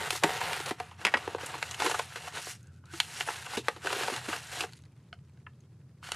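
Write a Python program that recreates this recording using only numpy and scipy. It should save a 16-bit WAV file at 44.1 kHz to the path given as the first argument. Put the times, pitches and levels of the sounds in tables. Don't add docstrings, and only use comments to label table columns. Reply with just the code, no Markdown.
import sys
import numpy as np
from scipy import signal
from scipy.fft import rfft, irfft, next_fast_len
from scipy.io import wavfile
from scipy.ndimage import uniform_filter1d

SR = 44100
rng = np.random.default_rng(int(sys.argv[2]) if len(sys.argv) > 2 else 0)


def master_out(mix):
    frames = np.transpose(np.atleast_2d(mix))
    ceiling = np.clip(frames, -1, 1)
    pcm = np.round(ceiling * 32767).astype(np.int16)
    wavfile.write(sys.argv[1], SR, pcm)


N = 271215

ZONE_EDGES_HZ = [200, 650, 1600, 4000, 14000]

# freq_hz, level_db
RUMBLE_COLOUR = [(20, -32.5), (45, -25.5), (65, -20.5), (76, -6), (87, 5), (102, -4), (122, 3.5), (150, -1),
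                 (195, -11), (260, -17), (400, -21), (700, -32.5), (1500, -38), (4000, -61)]
# freq_hz, level_db
HISS_COLOUR = [(200, -2.5), (1000, -5), (3000, -6.5), (5000, 0), (10000, -6), (12000, -9.5), (15000, -43)]
CUTOFF_HZ = 15600
RADIATION_HZ = 70

# start_s, ring_hz, decay_s, level_db, tilt_db_per_octave, focus_db_per_octave
ITEM_KNOCKS = [(5.1285, 1430, 0.0012, -37.5, 1.5, 11.5), (5.137, 5140, 0.0018, -56, 1, 6)]
# freq_hz, width_hz, gain_db
ITEM_MODES = [(692, 41, 30.5), (1330, 150, 17), (1500, 130, 25), (2200, 88, 16), (2990, 260, 29),
              (3370, 240, 22), (4300, 200, 23), (5040, 180, 27)]
# start_s, ring_hz, decay_s, level_db, tilt_db_per_octave, focus_db_per_octave
CELL_POPS = [(5.465, 2560, .002, -50, 2, 7), (5.467, 1700, 0.0025, -42.5, -3, 17),
             (5.4695, 1030, 0.0027, -51.5, 1.5, 23)]
# freq_hz, width_hz, gain_db
POP_MODES = [(1030, 63, 10), (1330, 70, 6), (1700, 65, 12), (2100, 90, 4.3), (2420, 74, 4),
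             (2750, 110, 5.5)]
FINGER_CUT_HZ = 2800
# start_s, ring_hz, decay_s, level_db, tilt_db_per_octave, focus_db_per_octave
WRAP_TICKS = [(2.629, 6450, 0.0015, -47.5, 15, 15), (2.6705, 6900, 0.002, -50, 10, 10),
              (2.7615, 4020, 0.0018, -61, 8, 3), (2.838, 1310, 0.004, -45.5, -1, 22),
              (2.8555, 5630, .003, -49, 4.5, 12), (4.6915, 1950, .0015, -46.5, -0.5, 3),
              (4.7235, 7000, .0012, -48, 2, 3), (4.7332, 3950, 0.0015, -38.5, 6, -2),
              (4.7535, 6500, .001, -56, 0, 3), (4.7741, 3950, 0.0053, -50, 7, 3),
              (4.7895, 2000, 0.0011, -53, 4, -4), (4.8205, 6500, 0.0019, -56, 5, 5),
              (4.837, 1550, .0015, -55, 3, 3), (5.1885, 3100, .002, -61, -4, 8),
              (5.3334, 6000, 0.0068, -66, 1, 9), (5.373, 1600, .0015, -58.5, -1, 3),
              (5.6043, 6420, .0038, -56, 3.5, 10), (6.0283, 1330, 0.0013, -39, 2, 18),
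              (6.0885, 1400, 0.0018, -36, -2, 7), (6.1186, 2830, 0.0018, -20.5, 2, -1.5)]
# freq_hz, width_hz, gain_db
WRAP_MODES = [(692, 190, 4), (1480, 140, 6.7), (2010, 76, 8), (2870, 310, 1.06), (3950, 158, 9.4),
              (4390, 200, 3), (6420, 110, 10), (7250, 300, 2)]
# freq_hz, level_db
WRAP_COLOUR = [(200, -21.5), (500, -16.5), (900, -2), (1400, -5), (2500, -3.5), (4400, -9), (5500, -12.5),
               (8000, -11.5), (11000, -16), (15000, -37.5)]

# start_s, length_s, level_db, swell_db, heft_db
WRAP_MOVES = [(4.69, 0.14, -69.5, -7, -7), (4.85, 1.22, -81.5, -6.5, 3)]
# start_s, length_s, level_db, swell_db, heft_db
WRAP_DRAGS = [(6.04, 0.048, -50.5, 0.5, -1.5), (6.098, .052, -52, 8, 0.5)]
# freq_hz, width_hz, gain_db
CELL_MODES = [(1400, 300, 16), (2100, 110, 0), (2920, 440, 5), (4350, 340, 0)]
# start_s, length_s, level_db, swell_db, heft_db, ring_start_hz, ring_end_hz
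BREATHS = [(2.6, .035, -73, 3, -13, 1400, 1470), (2.645, 0.052, -76, 2, 4, 1526, 1560),
           (2.725, 0.036, -76, -1.5, -13, 1400, 1430), (2.772, 0.023, -78, -2, 0, 1480, 1520),
           (2.867, 0.064, -66.5, 5, 4, 1408, 1590)]
# multiple_of_lowest_resonance, width_hz, gain_db
BREATH_MODES = [(1, 169, 0.5), (1.74, 198, -13)]
# start_s, length_s, level_db, swell_db, heft_db
RUBS = [(0.794, 0.16, -59.5, -12.5, 7), (1.003, 0.14, -51.5, 1, 8.5), (1.165, 0.19, -51, -2, 8),
        (1.41, 0.18, -47.5, -2.5, 5), (1.613, 0.14, -48.5, 2.5, -1), (1.805, 0.059, -36.5, 5, 1.5),
        (1.889, 0.14, -43.5, -9, -4), (2.03, 0.15, -53.5, 4, -1), (2.17, 0.11, -50.5, 9, 0),
        (2.343, 0.037, -43.5, 4, 2), (2.404, 0.11, -47.5, 4.5, -12.5), (2.938, 0.11, -50.5, 0, -8.5),
        (3.058, 0.16, -48, 13, -6.5), (3.276, 0.18, -47, -9.5, -2), (3.444, 0.11, -48, 14, 0),
        (3.658, 0.22, -60, -15, 1.5), (3.843, 0.11, -42, 5.5, 2), (3.981, 0.2, -41, -4.5, 1),
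        (4.216, 0.044, -48.5, 4, 0.5), (4.29, 0.078, -42, -1, 0.5), (4.388, 0.17, -51.5, 1, -4.5),
        (4.525, 0.1, -43, 4.5, -0.5)]
# freq_hz, level_db
MAILER_COLOUR = [(88, -39), (150, -22), (239, -7), (428, -2.5), (572, -5), (912, -7), (1110, -6.5),
                 (1540, -6), (2410, -11.5), (2810, -12.5), (3690, -12.5), (7000, -12), (10700, -16.5),
                 (13000, -24), (15500, -47.5)]
# freq_hz, width_hz, gain_db
MAILER_MODES = [(458, 39, -0.5), (741, 51, -3), (915, 120, -9), (1500, 47, -4), (2770, 260, -3),
                (4130, 67, -2.5)]
# start_s, ring_hz, decay_s, level_db, tilt_db_per_octave, focus_db_per_octave
PAPER_SNAPS = [(0.715, 490, 0.0052, -41, -3, -1), (0.8007, 716, 0.0025, -33.5, 3.5, 7.5),
               (0.805, 750, 0.0026, -34.5, -0.5, 10), (0.9125, 810, 0.01, -44.5, 6, 12),
               (1.2772, 474, 0.0016, -29, 2.2, 10), (1.3485, 483, 0.0014, -26.5, -0.8, 8),
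               (1.383, 760, 0.0068, -38.5, 2, 9), (1.432, 520, 0.0046, -36.5, -2.5, 8),
               (1.503, 700, 0.0018, -43, -3, 5), (1.4607, 5800, 0.0072, -31.5, 30, 21),
               (1.5405, 1190.0, 0.0049, -33.5, -0.5, 11), (1.5525, 846, 0.0031, -37, -3, -2),
               (1.7445, 2900, 0.0026, -40.5, 1, 5), (1.627, 1920, 0.0021, -28, 0.3, 6),
               (1.7111, 6740, 0.004, -37, 4, -2), (1.8004, 1220, 0.0085, -28, -0.5, 1.5),
               (1.8205, 830, 0.0024, -25, 2, 10), (1.8418, 500, 0.0052, -29, -8, 4.5),
               (1.8625, 1120, 0.008, -22, -2.5, 1.5), (1.8945, 865, 0.0041, -32.5, -6, 16),
               (1.984, 900, 0.0031, -42, -2, -5), (1.8555, 696, 0.004, -33, -2, 5),
               (1.9125, 1500.0, 0.006, -27.5, -1.5, 1.5), (1.9431, 1410, 0.0055, -25.5, -6, 16.5),
               (1.9915, 2050, 0.0025, -34.5, 1.5, -9), (1.995, 915.0, 0.0031, -25.5, -0.5, 5.5),
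               (2.122, 1690, 0.0031, -46.5, -2, 11), (2.372, 890, 0.0015, -42, 4.5, 8),
               (2.158, 1400.0, 0.01, -34, -0.5, 2.5), (2.277, 1160, 0.0029, -38, -1, 8.5),
               (2.47, 663, 0.0029, -39, -3.5, -6), (2.9365, 1300, 0.0074, -43, 0.5, 6),
               (3.0019, 2250, 0.00095, -22.5, 3.5, 6.5), (3.0025, 3202, 0.0033, -25.5, 0.5, 7.5),
               (3.2082, 2420, 0.0021, -27.5, -2, 8.5), (3.2766, 1620, 0.0028, -35.5, -10, 16.5),
               (3.2868, 860, 0.0032, -27.5, 0.5, 9.5), (3.3045, 1000, 0.0012, -38.5, 1, 7),
               (3.4635, 1500, 0.0039, -38.5, 1, 6), (3.472, 900, 0.0015, -41, -3, 25),
               (3.5355, 845, 0.0017, -35, 1, 20), (3.5709, 2680, 0.0058, -33, -0.5, 1.5),
               (3.574, 3750, 0.017, -33, 4.5, 5), (3.5755, 490, 0.0041, -28, -4, 8),
               (3.592, 340, 0.0046, -39, 1, 10), (3.6838, 1210, 0.0013, -22.5, -0.5, 5),
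               (3.6855, 520, 0.004, -29.5, 2.5, 5.5), (3.7624, 467, 0.0081, -42, 0, 3.5),
               (3.847, 445, 0.0037, -33.5, -5.5, -3), (3.861, 680, 0.0015, -33, -3.5, -1),
               (3.8675, 1000, 0.0012, -46, 4, 6), (3.8707, 1460, 0.0049, -28, -0.9, 5),
               (3.9036, 3100, 0.0046, -31.5, -7, 6.5), (3.9276, 950, 0.0043, -26, -2, -3),
               (3.9325, 1310, 0.0023, -42, 1.5, 8), (3.962, 450, .003, -33.5, -7, 13),
               (4.0105, 2400, 0.0021, -32.5, -7, 5), (4.0225, 2900, 0.0043, -36, -2, 8),
               (4.0335, 1290, 0.0032, -34, 2, 6), (4.0997, 1110, 0.0025, -34.5, -3, -4),
               (4.139, 1270, 0.0042, -36, 0.5, 2), (4.177, 1120, 0.0024, -39.5, -2.5, -4),
               (4.3, 1190, .002, -42, 4, 11), (4.0825, 736, 0.0031, -28.5, -1.5, 9),
               (4.122, 367, 0.0081, -35.5, 1, 22), (4.1632, 2150, 0.0021, -35.5, 1, 0.5),
               (4.2868, 318, 0.003, -32, -3.5, -4), (4.3287, 1610, 0.0069, -28, -3.5, 14),
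               (4.6065, 2750.0, 0.0047, -29, 2.5, 6), (4.6095, 2750, .0012, -35, 1, -2),
               (4.6255, 1160, .002, -38, -2, -1), (4.637, 1340, 0.0052, -33, -4.5, 7),
               (4.641, 440, .004, -36.5, -2.5, 5)]
# freq_hz, level_db
SNAP_COLOUR = [(30, -51), (90, -21), (170, -17.5), (310, -4), (400, -1.5), (600, -3), (900, 3.5),
               (2700, 5.5), (4200, -0.5), (5500, -5.5), (8000, -8.5), (11000, -13), (13000, -25),
               (15000, -41.5)]
# start_s, ring_hz, decay_s, level_db
THUDS = [(0.239, 167, 0.012, -24), (0.711, 248, 0.0059, -26.5), (1.054, 200, 0.013, -33.5),
         (1.145, 241, 0.011, -31), (2.935, 338, .018, -36), (3.573, 245, 0.0072, -22.5),
         (4.12, 253.5, 0.01, -31), (4.283, 249, 0.0051, -26)]
THUD_RISE_S = 0.003
# start_s, ring_hz, decay_s, level_db, tilt_db_per_octave, focus_db_per_octave
KNIFE_DOWN = [(1.0503, 2200, 0.0057, -21, 0, 5), (1.0535, 3940, .006, -39, 5, 9.5),
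              (1.0675, 2200, 0.004, -27, -0.5, 5), (1.0762, 2200, 0.0022, -32, -4.5, 9.5),
              (1.0825, 1900, 0.006, -35.5, -1.5, 7), (1.1396, 1820, 0.004, -22.5, -3.5, 6.5),
              (1.1432, 2100, 0.0049, -23.5, -6.5, 10), (1.1535, 1500, 0.008, -34, -5, 9.5),
              (1.1708, 1117, 0.0088, -33, -1, 2)]
# freq_hz, width_hz, gain_db
KNIFE_MODES = [(480, 55, -0.5), (765, 60, -2.5), (1000, 80, 1.5), (1510, 90, -1.5), (1930, 60, 3.5),
               (2250, 70, 9.5), (2580, 130, 2.5), (3270, 63, 3.5), (4020, 45, -2), (4950, 260, 6.5)]
# start_s, length_s, level_db, swell_db, heft_db
CUTS = [(0.0, 0.076, -40.5, 0.5, 4), (0.107, 0.058, -42.5, 5.5, -11), (0.247, 0.13, -40, -1, 4),
        (0.411, 0.14, -40, -1.5, 4.5), (0.563, 0.071, -43.5, -3.5, 1), (0.66, 0.018, -43, 4, 7.5),
        (0.695, 0.0076, -43, -6, -2)]
# freq_hz, level_db
SLIT_COLOUR = [(88, -20), (150, -8), (274, -24), (428, -10.5), (631, -15), (722, -13), (912, -3),
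               (1130, -5), (1370, -2.5), (2100, -9), (2600, -7.5), (3900, -12), (5030, -17), (10100, -20),
               (14600, -25.5), (15500, -53)]
# freq_hz, width_hz, gain_db
SLIT_MODES = [(440, 40, -4), (747, 45, 8.5), (920, 45, -2.5), (1445, 97, -10.5), (1970, 180, -6)]
# start_s, ring_hz, decay_s, level_db, tilt_db_per_octave, focus_db_per_octave
BLADE_CATCHES = [(0.012, 435, 0.0036, -35.5, -16, 6), (0.1055, 2500, 0.0047, -27.5, 1.8, 2.5),
                 (0.1272, 1765, 0.0051, -35.5, -1.5, -2), (0.2275, 600, 0.0046, -32.5, -1.5, 15),
                 (0.1512, 1193, 0.01, -37, -6.5, 11), (0.236, 1250, 0.0048, -21, 0.5, 2.5),
                 (0.2415, 750, 0.0046, -22, -4, -5.5), (0.243, 420, 0.012, -25.5, 0, 11.5),
                 (0.2925, 1500, 0.0039, -34, -7, 8), (0.3055, 940, 0.0012, -33, -6, 13),
                 (0.4145, 920, 0.0035, -31.5, 8, 15), (0.4955, 1700, 0.0013, -37.5, -8, 22),
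                 (0.532, 2670, 0.0022, -33.5, 1, 5.5), (0.6025, 3720, 0.0034, -36.5, -2, 0.5),
                 (0.6605, 765, 0.0062, -38, 14.5, 11.5), (0.7095, 730, 0.0038, -29, -3.5, -2.5)]

RISE_DB_PER_S, FALL_DB_PER_S = 501, 352
RUB_BALANCE_DB = [-7.5, -3, 0, -2.5]
HEFT_SHARE = [1, 0.52, 0.081, -0.37]
FIRM_DB, BODY_GROWTH = -39.5, 0.59
CRINKLES_PER_S, CRINKLE_DB, CRINKLE_SPREAD_DB = 48, -3, 0
CRINKLE_LOW_HZ, CRINKLE_HIGH_HZ, CRINKLE_DECAY_S = 620, 5200, 0.0019
CRINKLE_FOCUS_DB_PER_OCTAVE = 4
FACET_CUT_SHARE, FACET_CUT_MAX_HZ = 0.6, 380
FLEX_LOW_HZ, FLEX_HIGH_HZ, FLEX_Q = 528, 9840, 14


def from_db(db):
    return 10 ** (np.asarray(db) / 20)


def rms_one(x):
    return x / np.sqrt(np.mean(x ** 2) + 1e-20)


def at_hz(points, hz):
    freq_hz, level_db = np.transpose(points)
    return np.interp(np.log(np.maximum(hz, 1)), np.log(freq_hz), level_db)


def drift(rate_hz):
    knots = rng.standard_normal(N // 20)
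    return rms_one(np.interp(np.arange(N) / SR * rate_hz, np.arange(len(knots)), knots))


def colour(x, points, size=8192):
    log_gain = at_hz(points, np.fft.rfftfreq(size, 1 / SR)) * np.log(10) / 20
    cepstrum = irfft(log_gain)
    cepstrum[1:size // 2] *= 2
    cepstrum[size // 2 + 1:] = 0
    impulse = irfft(np.exp(rfft(cepstrum)))
    return signal.fftconvolve(x, impulse)[:len(x)]


def resonate(x, modes):
    out = x
    for hz, width_hz, db in modes:
        r = np.exp(-np.pi * width_hz / SR)
        zeros = np.array([1, 0, -1]) * (1 - r * r) / 2
        poles = [1, -2 * r * np.cos(2 * np.pi * hz / SR), r * r]
        out = out + from_db(db) * signal.lfilter(zeros, poles, x)
    return out


def split(x):
    size = next_fast_len(len(x), True)
    f = np.fft.rfftfreq(size, 1 / SR)
    inner = [1 / (1 + (f / edge) ** 10) for edge in ZONE_EDGES_HZ[1:-1]]
    below = [0 * f] + inner + [1 + 0 * f]
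    return irfft(rfft(x, size) * np.diff(below, axis=0), size)[:, :len(x)]


def zone_centres_hz():
    return np.sqrt(np.multiply(ZONE_EDGES_HZ[:-1], ZONE_EDGES_HZ[1:]))


def stroke_levels(strokes, t, rise_db_per_s=RISE_DB_PER_S):
    power = np.full((4, len(t)), 1e-18)
    for start_s, length_s, level_db, swell_db, heft_db, *_ in strokes:
        progress = np.clip((t - start_s) / length_s, 0, 1)
        early_s = np.maximum(start_s - t, 0)
        late_s = np.maximum(t - start_s - length_s, 0)
        push_db = level_db + swell_db * (progress - 0.5)
        push_db = push_db - rise_db_per_s * early_s - FALL_DB_PER_S * late_s
        balance_db = np.array(RUB_BALANCE_DB) + heft_db * np.array(HEFT_SHARE)
        zone_db = push_db + balance_db[:, None]
        zone_db[0] += BODY_GROWTH * (push_db - FIRM_DB)
        power += from_db(zone_db) ** 2
    return np.sqrt(power)


def slips(per_s, spread_db, pitched_db, q, count=18):
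    sizes = from_db(spread_db * np.minimum(rng.exponential(1, N), 4)) * rng.choice([-1, 1], N)
    clicks = sizes * (rng.random(N) < per_s / SR)
    dealt, facets = rng.integers(0, count, N), 0
    for k, hz in enumerate(np.geomspace(ZONE_EDGES_HZ[1], ZONE_EDGES_HZ[-1], count)):
        plucks = clicks * (dealt == k) + 1e-18
        facets = facets + signal.lfilter(*signal.iirpeak(hz, q, fs=SR), plucks)
    return rms_one(rms_one(clicks) + from_db(pitched_db) * rms_one(facets))


def flexing(x, ring_db, swing_db, per_s, count=22, step=128):
    out, t = x.copy(), np.arange(0, N, step) / SR
    moments_s = np.arange(400) / per_s
    for hz in np.geomspace(FLEX_LOW_HZ, FLEX_HIGH_HZ, count):
        gains = from_db(ring_db + swing_db * np.clip(rng.standard_normal(len(moments_s)), -2, 2))
        swell = np.repeat(np.interp(t + rng.random(), moments_s, gains), step)[:N]
        out += swell * signal.lfilter(*signal.iirpeak(hz, FLEX_Q, fs=SR), x)
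    return rms_one(out)


def rubbing(strokes, grains, spectrum, modes, smooth_db, judder_db, judder_hz, level_db,
            rise_db_per_s=RISE_DB_PER_S, window=2205):
    t = np.arange(N) / SR
    force = grains + from_db(smooth_db) * rng.standard_normal(N)
    force = force * from_db(judder_db * drift(judder_hz))
    bands = split(resonate(colour(force, spectrum), modes))
    bands = bands / np.sqrt(uniform_filter1d(bands ** 2, size=window, axis=1) + 1e-18)
    coarse = t[::64]
    gains = stroke_levels(strokes, coarse, rise_db_per_s)
    return from_db(level_db) * sum(band * np.interp(t, coarse, gain) for band, gain in zip(bands, gains))


def blow_balance(hz, tilt_db, focus_db):
    octaves = np.log2(zone_centres_hz() / hz)
    db = tilt_db * octaves - max(focus_db, 0) * np.abs(octaves)
    return db - 10 * np.log10(np.sum(from_db(db) ** 2))


def blows(table, modes, crack_db, rise_s, ring_db, ring_q, level_db, size=4096):
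    out, t = np.zeros(N + size), np.arange(size) / SR
    usual_decay_s = np.median(np.array(table)[:, 2])
    noises = rng.standard_normal((len(table), size))
    for (start_s, hz, decay_s, db, tilt_db, focus_db), noise in zip(table, noises):
        flutter = noise * np.exp(-t / decay_s) * (1 - np.exp(-t / rise_s))
        force = flutter / np.linalg.norm(flutter)
        force[0] += from_db(crack_db) * usual_decay_s / decay_s
        sound = colour(resonate(force, modes + [(hz, hz / ring_q, ring_db)]), SNAP_COLOUR, size=size)
        cut_hz = np.clip(FACET_CUT_SHARE * hz, 50, FACET_CUT_MAX_HZ)
        sound = signal.sosfilt(signal.butter(3, cut_hz, "high", fs=SR, output="sos"), sound)
        own_db = 10 * np.log10(np.sum(split(sound) ** 2, axis=1) / (SR / 100))
        zone_gain_db = db + blow_balance(hz, tilt_db, focus_db) - own_db
        start = round(start_s * SR)
        out[start:start + size] += colour(sound, np.c_[zone_centres_hz(), zone_gain_db], size=size)
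    return from_db(level_db) * out[:N]


def crinkles(strokes, count=400):
    when, pitch, chance = rng.random((count, 3)).T
    start_s = when * N / SR
    scatter_db = CRINKLE_SPREAD_DB * rng.standard_normal(count)
    db = 20 * np.log10(stroke_levels(strokes, start_s)[2]) + CRINKLE_DB + scatter_db
    hz = CRINKLE_LOW_HZ * (CRINKLE_HIGH_HZ / CRINKLE_LOW_HZ) ** pitch
    decay_s = np.full(count, CRINKLE_DECAY_S)
    focus_db = np.full(count, CRINKLE_FOCUS_DB_PER_OCTAVE)
    rows = np.c_[start_s, hz, decay_s, db, np.zeros(count), focus_db]
    moving = db > -75
    return rows[moving & (chance < CRINKLES_PER_S * N / SR / count)]


def background(rumble_db, hiss_db):
    low, high = rng.standard_normal((2, N + SR))
    rumble = rms_one(colour(low, RUMBLE_COLOUR)[SR:])
    hiss = rms_one(colour(high, HISS_COLOUR)[SR:])
    return from_db(rumble_db) * rumble + from_db(hiss_db) * hiss


def room(x, t60_s, first_s, wet_db, treble_db):
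    t = np.arange(SR // 2) / SR
    tail = rng.standard_normal(len(t)) * from_db(-60 * t / t60_s) * (t > first_s)
    tail = colour(tail / np.linalg.norm(tail), [(200, 1.5), (2500, -1.5), (9000, treble_db)])
    return from_db(wet_db) * signal.fftconvolve(x, tail)[:N]


def desk(x, lag_s, bounce_db):
    return from_db(bounce_db) * np.interp(np.arange(N) - lag_s * SR, np.arange(N), x, left=0)


def radiate(x):
    return signal.sosfilt(signal.butter(2, RADIATION_HZ, "high", fs=SR, output="sos"), x)


def desk_thuds(size=8192):
    out, age_s = np.zeros(N + size), np.arange(size) / SR
    for start_s, hz, decay_s, db in THUDS:
        start = round(start_s * SR)
        envelope = (1 - np.exp(-age_s / THUD_RISE_S)) * np.exp(-age_s / decay_s)
        out[start:start + size] += from_db(db) * envelope * np.sin(2 * np.pi * hz * age_s)
    return out[:N]


def item_knocks():
    return blows(ITEM_KNOCKS, ITEM_MODES, crack_db=-6, rise_s=0.00048, ring_db=0, ring_q=5.4, level_db=-6)


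def cell_pops():
    pops = blows(CELL_POPS, POP_MODES, crack_db=-11, rise_s=0.0005, ring_db=12, ring_q=7.5, level_db=-3.5)
    return signal.sosfilt(signal.butter(5, FINGER_CUT_HZ, fs=SR, output="sos"), pops)


def bubble_wrap(fine_slips):
    film_slips = flexing(slips(per_s=450, spread_db=3.5, pitched_db=1, q=8.9),
                         ring_db=-3, swing_db=7.5, per_s=22)
    held = rubbing(WRAP_MOVES, film_slips, WRAP_COLOUR, [], smooth_db=2, judder_db=4, judder_hz=56,
                   level_db=0.5, rise_db_per_s=2000, window=4410)
    drag = rubbing(WRAP_DRAGS, fine_slips, WRAP_COLOUR, CELL_MODES, smooth_db=-3, judder_db=1,
                   judder_hz=150, level_db=0, rise_db_per_s=1199)
    ticks = blows(WRAP_TICKS, WRAP_MODES, crack_db=-23, rise_s=0.00048, ring_db=9.5, ring_q=8.5,
                  level_db=-10.5)
    return held + drag + ticks


def breath_ring(level_db):
    t, ring, glide = np.arange(N) / SR, 0, []
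    for start_s, length_s, *_, start_hz, end_hz in BREATHS:
        glide += [(start_s, start_hz), (start_s + length_s, end_hz)]
    phase = 2 * np.pi * np.cumsum(np.interp(t, *np.transpose(glide))) / SR
    for ratio, width_hz, db in BREATH_MODES:
        low_pass = signal.butter(2, width_hz / 2, fs=SR, output="sos")
        a, b = signal.sosfilt(low_pass, rng.standard_normal((2, N)))
        ring = ring + from_db(db) * rms_one(a * np.cos(ratio * phase) + b * np.sin(ratio * phase))
    coarse = t[::64]
    return from_db(level_db) * ring * np.interp(t, coarse, stroke_levels(BREATHS, coarse)[1])


def faint_breath(fine_slips):
    brush = rubbing(BREATHS, fine_slips, WRAP_COLOUR, [], smooth_db=-4, judder_db=4, judder_hz=46,
                    level_db=-2)
    return brush + breath_ring(level_db=8.5)


def knife_landing():
    return blows(KNIFE_DOWN, KNIFE_MODES, crack_db=-9, rise_s=0.00012, ring_db=9, ring_q=4, level_db=0.06)


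def blade_slit():
    blade_slips = flexing(slips(per_s=2000, spread_db=1, pitched_db=-9, q=9.4),
                          ring_db=-3, swing_db=5.5, per_s=20)
    slit = rubbing(CUTS, blade_slips, SLIT_COLOUR, SLIT_MODES, smooth_db=-6.5, judder_db=0,
                   judder_hz=340, level_db=-0.9)
    catches = blows(BLADE_CATCHES, SLIT_MODES, crack_db=-4, rise_s=0.00059, ring_db=-1, ring_q=18,
                    level_db=0.33)
    snags = blows(crinkles(CUTS), SLIT_MODES, crack_db=-5.5, rise_s=0.0003, ring_db=13, ring_q=3.4,
                  level_db=-3)
    return slit + catches + snags


def paper_mailer():
    paper_slips = flexing(slips(per_s=2400, spread_db=3, pitched_db=-1.5, q=9.9),
                          ring_db=-9, swing_db=7.5, per_s=18)
    rubs = rubbing(RUBS, paper_slips, MAILER_COLOUR, MAILER_MODES, smooth_db=0.5, judder_db=1.07,
                   judder_hz=99, level_db=-0.5)
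    snaps = blows(PAPER_SNAPS, MAILER_MODES, crack_db=-8.5, rise_s=0.0003, ring_db=5, ring_q=5.4,
                  level_db=-1.63)
    crinkling = blows(crinkles(RUBS), MAILER_MODES, crack_db=-9, rise_s=0.00049, ring_db=4, ring_q=10,
                      level_db=-4)
    return rubs + snaps + crinkling


def scene():
    floor = background(rumble_db=-53.5, hiss_db=-98.5)
    fine_slips = slips(per_s=3100, spread_db=4, pitched_db=-14.5, q=6)
    contents = item_knocks() + cell_pops() + bubble_wrap(fine_slips)
    mailer = faint_breath(fine_slips) + paper_mailer()
    knife = knife_landing() + blade_slit()
    direct = radiate(contents + mailer + knife) + desk_thuds()
    near = direct + desk(direct, lag_s=0.0023, bounce_db=-23.5)
    reverb = room(near, t60_s=0.12, first_s=0.0046, wet_db=-13, treble_db=-1.5)
    sound = near + reverb + floor
    return np.array([sound, sound])


def record(dry, self_noise_db=-80):
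    hiss = np.array([rms_one(colour(noise, HISS_COLOUR)) for noise in rng.standard_normal((2, N))])
    low_pass = signal.ellip(10, 0.1, 80, CUTOFF_HZ, fs=SR, output="sos")
    return signal.sosfilt(low_pass, dry + from_db(self_noise_db) * hiss)


dry = scene()
out = record(dry)
master_out(out)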